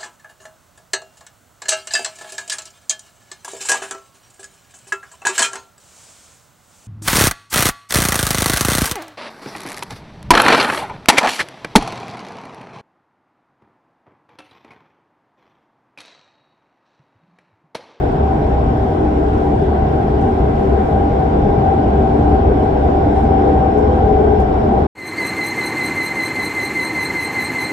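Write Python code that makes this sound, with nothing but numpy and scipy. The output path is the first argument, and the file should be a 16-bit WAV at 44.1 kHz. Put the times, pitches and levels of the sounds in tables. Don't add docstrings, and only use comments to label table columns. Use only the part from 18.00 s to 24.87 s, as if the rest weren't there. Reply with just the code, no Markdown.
import sys
import numpy as np
from scipy import signal
from scipy.fft import rfft, irfft, next_fast_len
from scipy.io import wavfile
from scipy.ndimage import uniform_filter1d, minimum_filter1d, map_coordinates

SR = 44100
rng = np.random.default_rng(int(sys.argv[2]) if len(sys.argv) > 2 else 0)


def unload_audio(sound):
    columns = np.transpose(np.atleast_2d(sound))
    steps = np.round(np.clip(columns, -1, 1) * 32767)
    wavfile.write(sys.argv[1], SR, steps.astype(np.int16))


N = 302967

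# (frequency [Hz], wander [Hz], L-R [dB], L-R likeness [-1..1],
# level at zero drive [dB], growth [dB per dB of drive], flutter depth [dB])
STRONG_MODES = [(65.5, 4, 0.5, 0.99, -21, 0.36, 4), (295.2, 8.99, 2, 0.96, -30, 0.1, 9),
                (385, 10, 4.5, 0.9, -30, 0, 9), (424.2, 5, 6.5, 0.42, -32, 1, 9),
                (501.3, 4, -1, 0.35, -37.5, 2.2, 9), (766.3, 12.02, 7, 0.66, -29, 1.34, 9),
                (796.4, 12, 1.5, 0.85, -30, 1, 9.5)]


def amp(db):
    return 10 ** (np.asarray(db) / 20)


def unit(x):
    return x / np.sqrt(np.mean(x ** 2) + 1e-20)


def along(points, hz):
    point_hz, value = np.transpose(points)
    return np.interp(np.log(hz + 1), np.log(point_hz + 1), value)


def curve(points):
    time_s, value = np.transpose(points)
    return np.interp(np.arange(N) / SR, time_s, value)


def wobble(knots_per_s):
    knots = rng.standard_normal(int(N * knots_per_s / SR) + 4)
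    return map_coordinates(knots, [np.arange(N) * knots_per_s / SR])


def filtered(x, response):
    m = next_fast_len(N + 8192)
    return irfft(rfft(x, m) * response(np.fft.rfftfreq(m, 1 / SR)), m)[..., :N]


def spread(alike, lean_db):
    turn = np.arccos(np.clip(alike, -1, 1)) / 2
    half_lean_db = lean_db / 2 * np.ones_like(turn)
    mix = np.array([[np.cos(turn), np.sin(turn)], [np.cos(turn), -np.sin(turn)]])
    return mix * amp([[half_lean_db], [-half_lean_db]])[:, 0][:, None] if np.ndim(turn) == 0 else (
        mix * amp([[half_lean_db], [-half_lean_db]]))


def rush(spectrum, patchy_db):
    # (frequency [Hz], likeness [-1..1])
    likeness = [(30, 1), (120, 1), (250, 1), (340, 0.77), (450, 0), (560, -0.36), (750, 0.25), (900, .2),
                (1050, -0.12), (1200, -0.83), (1400, -0.24), (1750, -0.084), (2300, 0.098), (3500, -0.038),
                (8000, .1), (12000, -0.37)]
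    # (frequency [Hz], L-R [dB])
    lean = [(60, 0), (86, 0.0), (120, -1), (180, 1.5), (250, 1.5), (360, 3), (510, 5), (730, 3.0),
            (1050, -1.0), (1500, -1.0), (2140, 2.5), (3060, 3), (5000, 2.5), (8000, -1), (14000, -1.0)]
    bins = signal.stft(rng.standard_normal((2, N)), nperseg=512)[2]
    patches = uniform_filter1d(rng.standard_normal(bins.shape[1:]), 6, 0)
    patches = unit(uniform_filter1d(patches, 14, 1))
    pair = signal.istft(bins * amp(patchy_db * patches), nperseg=512)[1][:, :N]

    def response(hz):
        return amp(along(spectrum, hz)) * spread(along(likeness, hz), along(lean, hz))

    out = filtered(pair, response).sum(axis=1)
    return out / out.mean(axis=0).std()


def ringing(hz, width_hz, lean_db, alike):
    def peak(f):
        return (1j * f * width_hz / (hz * hz - f * f + 1j * f * width_hz)) ** 2

    return spread(alike, lean_db) @ unit(filtered(rng.standard_normal((2, N)), peak))


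def rumble(drive_db):
    # (frequency [Hz], density [dB per Hz, relative])
    spectrum = [(12, -29.5), (28, 6), (50, 6), (85, 6), (150, 7), (185, 0.5), (230, -1), (330, -2.5),
                (600, -57), (1500, -120)]
    return amp(-20 - 0.2 * drive_db) * rush(spectrum, patchy_db=1.0)


def roar(drive_db):
    # (frequency [Hz], density [dB per Hz, relative])
    spectrum = [(60, -120), (150, -18), (260, -0.5), (330, -2), (400, 3.5), (480, 0.5), (560, -7.5),
                (700, -3), (820, -4), (880, -11), (1050, -20), (1400, -55), (3000, -120)]
    # (frequency [Hz], width of one resonance pass [Hz], level re roar gain [dB], L-R [dB], L-R likeness [-1..1])
    weak_modes = [(84.6, 20, -5.5, -0.5, 1), (204.9, 15, -8.5, -1, 0.99), (234, 14, -9, 0, 0.99),
                  (613.7, 24, -11, 0, -0.0078), (673, 40, -8.5, 0, -0.46), (718.7, 24, -10.5, 0, -0.2),
                  (842, 25, -18.5, 3.5, -0.19), (887, 20, -23, 4.5, -0.37), (952, 25, -21.5, 1, 0.057),
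                  (1495, 42, -29, -1, 0.38), (1587.5, 36, -28, 2.5, 0.069), (1890, 36, -39.5, 1.5, 0.52),
                  (2014, 51, -35.5, -4, -0.067), (2150, 25, -40, -4, .6), (2317, 33, -39.5, 8, 0.52),
                  (2540, 33, -48, 11, .3), (8800, 30, -67, -2.5, .3)]
    modes = sum(amp(db) * ringing(hz, width_hz, lean_db, alike)
                for hz, width_hz, db, lean_db, alike in weak_modes)
    return amp(-20 + 0.81 * drive_db) * (rush(spectrum, patchy_db=1.03) + modes)


def air_noise(drive_db):
    # (frequency [Hz], density [dB per Hz, relative])
    whoosh = [(300, -120), (700, -20), (1000, 2), (1200, -0.5), (1500, -5.5), (1750, -11), (2500, -18.5),
              (3500, -21), (4200, -28), (5500, -31.5), (6000, -37.5), (7500, -57.5), (12000, -120)]
    hiss = [(2500, -120), (5000, -7), (6200, 0), (7800, 0.5), (9200, -5), (11000, -22), (16000, -69.5)]
    top_hiss = [(4000, -120), (8500, -7), (10000, -0.5), (12500, -0.5), (15700, -6.5)]
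    # (time [s], level [dB])
    air = [(0.0, .3), (1.2, 0.3), (1.45, 1.3), (1.8, -.8), (2.3, .6), (3.7, -0.5), (4.05, 1.3), (4.6, -0.7),
           (5.15, 1.2), (5.45, -1.2), (6.87, 0.2)]
    shake = wobble(10)
    air_db = curve(air) + 0.2 * drive_db
    return (amp(-37 + 0.27 * drive_db + 0.17 * shake) * rush(whoosh, patchy_db=1.02)
            + amp(-66.5 + air_db + 0.6 * shake) * rush(hiss, patchy_db=1.2)
            + amp(-73 + air_db + 0.8 * shake) * rush(top_hiss, patchy_db=1.4))


def singing(hz):
    # (start [s], length [s], mode [Hz], rise when fully held [dB])
    swells = [(0.523, .18, 66, 5), (0.654, 0.073, 296, 8), (1.253, .13, 296, 7.5), (1.86, .07, 66, 5),
              (1.961, 0.081, 798, 6), (2.196, .14, 425, 9), (2.58, .2, 385, 8), (2.682, 0.086, 66, 7.5),
              (2.97, 0.098, 798, 7.5), (3.0, .07, 296, 8), (3.331, .08, 296, 7), (3.431, 0.084, 425, 10.5),
              (3.618, 0.14, 769, 7), (3.646, 0.17, 798, 5.5), (3.91, .07, 66, 4.5),
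              (4.096, 0.23, 296, 10.5), (4.27, 0.079, 769, 7), (4.28, 0.076, 66, 6), (4.45, .06, 66, 4.5),
              (4.55, .12, 769, 4.5), (4.932, 0.096, 769, 8), (4.927, 0.09, 798, 3.5),
              (5.052, 0.11, 296, 10.5), (5.302, 0.12, 769, 7.5), (5.364, .22, 296, 9.5),
              (5.451, .1, 501, 12.5), (5.518, 0.18, 769, 7), (5.544, .08, 66, 4), (5.745, .13, 425, 13),
              (5.791, 0.25, 501, 12.5), (6.005, 0.16, 769, 7.5), (6.033, .35, 425, 13), (6.12, .28, 385, 8),
              (6.381, .07, 66, 4.5), (6.7, .1, 769, 6.5), (6.7, .09, 798, 6), (6.721, .08, 66, 4)]
    edge_s = 0.026
    t, modes_hz = np.arange(N) / SR, np.array(STRONG_MODES)[:, 0]
    held, rise_db = np.zeros(N), np.zeros(N)
    for start_s, length_s, swell_hz, db in swells:
        if modes_hz[np.argmin(abs(modes_hz - swell_hz))] == hz:
            hold = (np.tanh((t - start_s) / edge_s) - np.tanh((t - start_s - length_s) / edge_s)) / 2
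            held, rise_db = held + hold, rise_db + db * hold
    return held, rise_db


def strong_modes(drive_db):
    steady_share = 0.65
    flutter_top = 1.1
    out = 0
    for hz, wander_hz, lean_db, alike, level_db, grows, depth_db in STRONG_MODES:
        held, rise_db = singing(hz)
        loose = 1 - steady_share * held
        pitch_hz = hz + loose * wander_hz * np.array([wobble(24), wobble(24)])
        size = amp(loose * 1.7 * np.array([wobble(22), wobble(22)]))
        pair = unit(size * np.sin(2 * np.pi * np.cumsum(pitch_hz, axis=1) / SR))
        flutter = flutter_top * (1 - np.exp(-wobble(12) / flutter_top / 2))
        flutter_db = depth_db * (1 - held) * flutter
        gain = amp(level_db + grows * drive_db + rise_db + flutter_db)
        out = out + gain * (spread(alike, lean_db) @ pair)
    return out


def whistle():
    # (time [s], level [dB])
    level = [(0.0, -67), (1.1, -66.5), (1.5, -71), (2.5, -71.5), (2.9, -69), (4.9, -68.5), (5.2, -64),
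             (5.9, -63.5), (6.1, -68.5), (6.35, -62.5), (6.87, -66.5)]
    # (frequency [Hz], width of one resonance pass [Hz], relative level [dB])
    strands = [(5280, 40, -3), (5350, 26, -1.5), (5330, 170, -2.5), (5440, 50, -5)]
    mix = sum(amp(db) * ringing(hz, width_hz, 1.5, .3) for hz, width_hz, db in strands)
    return amp(curve(level)) * unit(mix)


def ticks():
    # (time [s], rms level before onset and decay [dB], upper edge [Hz], t60 [s], L-R [dB])
    rattles = [(2.206, -57, 9000, .25, 2), (5.165, -54, 12000, .13, 2), (5.233, -54, 9500, .12, 0),
               (5.774, -56, 9500, .3, 2), (6.397, -48, 14000, .14, 1)]
    out, t = np.zeros((2, N + SR)), np.arange(SR // 4) / SR
    for start_s, db, top_hz, t60_s, lean_db in rattles:
        band = signal.butter(2, [5800 / SR * 2, top_hz / SR * 2], "band")
        dull = signal.lfilter([1], [1, -1.6, .64], rng.standard_normal((2, len(t))))
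        grain = unit(signal.lfilter(*band, dull))
        puff = grain * amp(db - 60 * t / t60_s) * (1 - np.exp(-t / .002))
        out[:, round(start_s * SR):][:, :len(t)] += amp([[lean_db / 2], [-lean_db / 2]]) * puff
    return out[:, :N]


def scene():
    # (time [s], level [dB])
    drive = [(0.0, -2.5), (1.2, -2.5), (2.3, -1.3), (3.1, -0.5), (3.7, 0.8), (4.6, 0.54), (5.5, 1.47),
             (6.2, 1), (6.87, 1)]
    fade_s = 0.006
    drive_db = curve(drive)
    to_end_s = np.arange(N)[::-1] / SR
    fade = np.sin(np.pi / 2 * np.minimum(1, to_end_s / fade_s)) ** 2
    tones = strong_modes(drive_db) + whistle()
    noise = rumble(drive_db) + roar(drive_db) + air_noise(drive_db)
    return (tones + noise + ticks()) * fade


def record(dry):
    top_hz = 15720
    need = np.minimum(1, .995 / (np.abs(dry).max(axis=0) + 1e-9))
    gain = minimum_filter1d(need, size=257)
    gain = uniform_filter1d(uniform_filter1d(gain, size=129), size=129)
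    padded = np.pad(dry * gain, ((0, 0), (4096, 4096)), "reflect", reflect_type="odd")
    m = padded.shape[1]
    return irfft(rfft(padded) * (np.fft.rfftfreq(m, 1 / SR) < top_hz), m)[:, 4096:-4096]


dry = scene()
out = record(dry)
unload_audio(out)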